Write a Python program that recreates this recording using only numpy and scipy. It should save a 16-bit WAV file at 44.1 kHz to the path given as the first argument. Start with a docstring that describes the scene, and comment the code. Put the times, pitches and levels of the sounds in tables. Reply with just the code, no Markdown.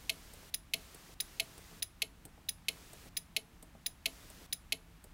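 """Push button and timer relay on a work table

A fingertip works a tiny button about every 0.65 s. After each release a timer drops a small, close relay
out and pulls it in again a fifth of a second later: two clicks of bouncing, ringing metal. The table top
thuds under button and relay. A small room answers, over a low rumble and a faint hiss that steps up
at some of the clicks and cuts off a moment later."""
import sys
import numpy as np
from scipy import signal
from scipy.fft import rfft, irfft, next_fast_len
from scipy.io import wavfile
from scipy.ndimage import uniform_filter1d

SR = 44100
rng = np.random.default_rng(int(sys.argv[2]) if len(sys.argv) > 2 else 0)


def generate_wav(sig):
    """Save sig (samples, or channels by samples) to the path in sys.argv[1] as 16-bit PCM at SR."""
    pcm = np.round(np.clip(np.atleast_2d(sig).T, -1, 1) * 32767).astype(np.int16)
    wavfile.write(sys.argv[1], SR, pcm)


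N = 226365

# the finger on the button: pressed_s, released_s, force_db
PRESSES = [(-.33, -0.2124, 0), (.3357, .429, -1.5), (0.9464, 1.0906, 1), (1.579, 1.7122, 0),
           (2.253, 2.3766, 3), (2.9329, 3.057, -1), (3.6263, 3.7501, .5), (4.301, 4.415, -1),
           (5.041, 5.17, -0.5)]
TIMER_DELAY_S, RELAY_OFF_S = .111, .1965  # from release to drop-out, from drop-out to pull-in
DROP_TIMES_S = [released_s + TIMER_DELAY_S for _, released_s, _ in PRESSES]
PULL_TIMES_S = [drop_s + RELAY_OFF_S for drop_s in DROP_TIMES_S]


def relay_pull_in(gain_db):
    """The coil snaps the armature onto the core."""
    # impacts within one stroke: delay_s, level_db, tilt_db_per_octave
    impacts = [(0, 0.96, -1.5), (.002, -0.4, 1), (.0027, -5.5, -0.9), (.00463, 2.5, .5)]
    # ring of core, yoke and case: pitch_hz, level_db, t60_s
    core_modes = [(2150, -20, 0.068), (2440, -12, 0.031), (3030, -12, 0.022), (2874, -12.5, 0.045),
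                  (3296, -6, 0.025), (3720, -4.5, 0.0098), (4005, -9.5, 0.039), (4290, -3.5, 0.012),
                  (4540, -9.5, 0.011), (5366, -21.5, 0.04), (6100, -17.5, 0.011), (6630, -16.5, 0.015),
                  (7430, -24, 0.05), (9800, -30, 0.056), (10550, -20, 0.022), (10960, -16.5, 0.016),
                  (11430, -19, 0.012)]
    # their dense, quickly damped modes: frequency_hz, density_db
    core_crack = [(600, -54), (1450, -19), (1950, -7.5), (2300, 8), (4450, 0.5), (5200, -6.5), (6600, -3),
                  (8000, -11.5), (11100, 0.5), (12300, -10.5), (15500, -8.5), (16300, -24)]
    return relay_strokes(PULL_TIMES_S, gain_db, impacts, core_modes, core_crack,
                         crack_t60=.017, snap_db=4.5, snap_t60=0.0049, thud_db=-22.5)


def relay_drop_out(gain_db):
    """The spring throws the armature back; the blade pings just before it hits the back stop."""
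    # impacts within one stroke: delay_s, level_db, tilt_db_per_octave
    impacts = [(.0032, -4.5, -1.5), (.0038, 0, 1), (.0044, -11.5, 4.5), (.0078, -7, 3)]
    # ring of the contact spring and back stop: pitch_hz, level_db, t60_s
    spring_modes = [(2305, -10.5, 0.015), (2720, -9.5, 0.017), (3365, -24, 0.056), (3936, -27.5, 0.06),
                    (4934, -9.5, 0.028), (6150, -5, 0.015), (6520, -19, 0.017), (7190, -13, 0.024),
                    (9100, -11, 0.018), (9840, -19, 0.014), (10290, -14.5, 0.039), (10700, -5, 0.024),
                    (10900, -31, 0.017), (12700, -16, 0.023), (15500, -7, .016)]
    # their dense, quickly damped modes: frequency_hz, density_db
    spring_crack = [(600, -26), (1300, -23), (2000, -1.5), (4000, -4.5), (7000, -7), (8000, -20),
                    (9300, -2), (10500, 2), (11800, -9.5), (13000, -2.5), (14100, -20), (15500, -5),
                    (16300, -23)]
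    pings = blade_pings(gain_db)
    return pings + relay_strokes(DROP_TIMES_S, gain_db, impacts, spring_modes, spring_crack,
                                 crack_t60=0.02, snap_db=8.5, snap_t60=0.0047, thud_db=-36.5)


def relay_strokes(times_s, gain_db, impacts, modes, spectrum, crack_t60, snap_db, snap_t60, thud_db):
    """Every stroke is the same quick run of impacts: contacts meet, the armature lands and bounces."""
    t = np.arange(SR // 4) / SR
    track = np.zeros(N)
    # a hard snap at the moment of contact, on top of the slower decay of the whole mechanism
    new_crack = lambda: burst(spectrum, t, crack_t60) + amp(snap_db) * burst(spectrum, t, snap_t60)
    common_crack = new_crack()
    common_share = 0.34  # of the crack's power, alike in all impacts
    # the same parts meet in the same places, so each impact keeps its sound from stroke to stroke
    for delay_s, impact_db, tilt in impacts:
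        crack = np.sqrt(common_share) * common_crack + np.sqrt(1 - common_share) * new_crack()
        hardness = lambda hz: tilt * np.log2(np.clip(hz, 1000, SR) / 5000)
        blow = coloured(ring(modes, t, scatter_db=-0.8) + crack, hardness)
        for start_s in times_s:
            add(track, start_s + delay_s, amp(gain_db + impact_db + 0.14 * rng.standard_normal()) * blow)
    track = small_case(track)
    for start_s in times_s:  # the low end comes from the table
        thud = table_thud(rise_s=0.006, ring_db=5)
        add(track, start_s + 0.00087, amp(gain_db + thud_db) * thud)
    return track


def blade_pings(gain_db):
    """The contact blade rings as it springs free at each drop-out."""
    # ring of the blade: pitch_hz, level_db, t60_s
    blade_modes = [(2560, -11, 0.014), (3853, -1, 0.025), (4520, -7, 0.0047), (6440, -16, .005),
                   (10300, -13, 0.0068), (13200, -10, 0.0077)]
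    t = np.arange(SR // 10) / SR
    track = np.zeros(N)
    for start_s in DROP_TIMES_S:
        add(track, start_s, amp(gain_db) * ring(blade_modes, t, scatter_db=1))
    return small_case(track)


def small_case(x, corner_hz=1100):
    """A case much smaller than the wavelength radiates little bass."""
    return signal.sosfilt(signal.butter(3, corner_hz, 'high', fs=SR, output='sos'), x)


def button():
    """A metal dome ticks going down and softly coming up; the fingertip bumps the table both ways."""
    # tick of the dome: frequency_hz, density_db
    tick_spectrum = [(800, -13), (3500, -5.5), (6000, -8), (7500, -2), (8150, 7.5), (9500, 0.5),
                     (12000, -1), (15500, -6)]
    t = np.arange(SR // 4) / SR
    track = np.zeros(N)
    for pressed_s, released_s, force_db in PRESSES:
        press = (pressed_s, force_db - 44.5, force_db - 55)
        lift = (released_s, -68, -56)
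        for start_s, tick_db, thud_db in (press, lift):
            snap = amp(3) * burst(tick_spectrum, t, t60=0.0022)
            tail = burst(tick_spectrum, t, t60=0.029)
            add(track, start_s, amp(tick_db) * (snap + tail))
            add(track, start_s, amp(thud_db) * table_thud(rise_s=0.00043, ring_db=-8))
    return track


def table_thud(rise_s, ring_db):
    """A blow spreads through the table top: a few low notes ring over a short, dull wash."""
    # ring of the table top: pitch_hz, level_db, t60_s
    table_modes = [(168.8, -21.5, 0.42), (268.9, -11.5, 0.44), (422.5, -13.5, 0.26), (448, -6.5, 0.25),
                   (590, -24, 0.03), (664.3, -2, 0.16), (825, -1, 0.049)]
    # its damped modes in between: frequency_hz, density_db
    wash_spectrum = [(60, 12.5), (250, 18), (750, 13.5), (1100, 2.5), (2500, -10), (6000, -35)]
    t = np.arange(SR // 3) / SR
    wash = noise(wash_spectrum, len(t)) * amp(-60 * t / 0.12)
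    attack = 1 - np.exp(-t / rise_s)
    return (amp(ring_db) * ring(table_modes, t, scatter_db=2) + wash) * attack


def room_reverb(x):
    """The walls answer after a short gap, each frequency dying at its own speed."""
    # decay of the room: frequency_hz, t60_s
    decay_times = [(200, 0.9), (2000, 0.13), (6000, 0.15), (10000, 0.21), (16000, 0.11)]
    hz, t, bands = signal.stft(rng.standard_normal(SR // 2), SR, nperseg=256)
    decay = amp(-60 * t / along(decay_times, hz)[:, None])
    tail = signal.istft(bands * decay, SR, nperseg=256)[1]
    tail *= 1 - np.exp(-(np.arange(len(tail)) / SR / 0.0021) ** 2)  # fades in over a few milliseconds
    return signal.fftconvolve(x, tail / np.linalg.norm(tail))[:N]


def room_tone(rumble_db, drone_db):
    """A steady bed of rumble with a narrow drone at 168 Hz."""
    # rumble of the room: frequency_hz, density_db
    rumble_spectrum = [(16, -32), (28, 0.5), (59, -1.5), (106, -9), (171, -11), (342, -17), (393, -26.5),
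                       (478, -26.5), (767, -22.5), (834, -23), (1300, -24), (2400, -27.5), (2920, -28.5),
                       (4680, -33), (15500, -38.5)]
    drone = noise([(135, -62), (160, -10), (168, 21.0), (176, -11.5), (205, -52)], N)
    return amp(rumble_db) * noise(rumble_spectrum, N) + amp(drone_db) * drone


def gated_hiss(level_db, hold_s):
    """A faint hiss switches on abruptly and cuts off hold_s after the nearest pull-in."""
    # colour of the hiss: frequency_hz, density_db
    hiss_spectrum = [(410, 0), (700, -5), (1270, -3.5), (4950, -6), (6020, -6.5), (10400, -10),
                     (15500, -12)]
    # moments when the hiss steps up: start_s
    hiss_starts = [0, .737, 1.203, 2.685, 4.056]
    t = np.arange(N) / SR
    gate = np.zeros(N)
    for start_s in hiss_starts:
        nearest_pull_s = min(PULL_TIMES_S, key=lambda pull_s: abs(pull_s - start_s))
        gate += (t >= start_s) & (t < nearest_pull_s + hold_s)
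    return amp(level_db) * uniform_filter1d(gate, size=200) * noise(hiss_spectrum, N)


def ring(modes, t, scatter_db):
    """Damped modes of alternating sign, their strengths slightly scattered."""
    return sum((-1) ** k * amp(db + scatter_db * rng.standard_normal() - 60 * t / t60)
               * np.sin(2 * np.pi * hz * t) for k, (hz, db, t60) in enumerate(modes))


def burst(spectrum, t, t60):
    """Many close modes dying together: decaying noise, evened out and then coloured."""
    decaying = rng.standard_normal(len(t)) * amp(-60 * t / t60)
    power = np.abs(uniform_filter1d(np.abs(rfft(decaying)) ** 2, size=120)) + 1e-12
    uneven_db = 10 * np.log10(power / power.mean())
    grid_hz = np.fft.rfftfreq(len(t), 1 / SR)
    return coloured(decaying, lambda hz: along(spectrum, hz) - np.interp(hz, grid_hz, uneven_db))


def noise(spectrum, size):
    """Coloured noise of rms 1."""
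    x = filtered(rng.standard_normal(size), lambda hz: amp(along(spectrum, hz)))
    return x / np.sqrt(np.mean(x ** 2) + 1e-20)


def coloured(x, gain_db):
    """Minimum-phase EQ: nothing sounds before the blow."""
    size = next_fast_len(2 * len(x))
    cepstrum = irfft(np.log(amp(gain_db(np.fft.rfftfreq(size, 1 / SR)))), size)
    cepstrum[1:size // 2] *= 2
    cepstrum[size // 2 + 1:] = 0
    return irfft(rfft(x, size) * np.exp(rfft(cepstrum)), size)[:len(x)]


def filtered(x, response):
    """Zero-phase EQ with a gain of response(hz)."""
    size = next_fast_len(len(x) + 8192)
    return irfft(rfft(x, size) * response(np.fft.rfftfreq(size, 1 / SR)), size)[:len(x)]


def along(points, hz):
    """Read a curve of (frequency_hz, value) points on a log frequency axis."""
    frequencies, values = np.transpose(points)
    return np.interp(np.log(hz + 1), np.log(frequencies), values)


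def amp(db):
    """Decibels to gain."""
    return 10 ** (np.asarray(db) / 20)


def add(track, start_s, sound):
    """Mix a sound into the track, trimming what falls outside."""
    start = round(start_s * SR)
    sound = sound[max(-start, 0):]
    part = track[max(start, 0):][:len(sound)]
    part += sound[:len(part)]


def scene():
    """Relay and button up close, with a little room and a quiet bed of noise, in mono."""
    close = relay_pull_in(gain_db=-27) + relay_drop_out(gain_db=-27.5) + button()
    reverb = amp(-15) * room_reverb(close)
    bed = room_tone(rumble_db=-59, drone_db=-71) + gated_hiss(level_db=-58.5, hold_s=.407)
    return (close + reverb + bed)[None]


def record(dry):
    """A steep low-pass takes off the very top of the treble."""
    cutoff_hz = 15800
    return filtered(dry[0], lambda hz: 1 / np.sqrt(1 + (hz / cutoff_hz) ** 160))[None]


dry = scene()
out = record(dry)
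generate_wav(out)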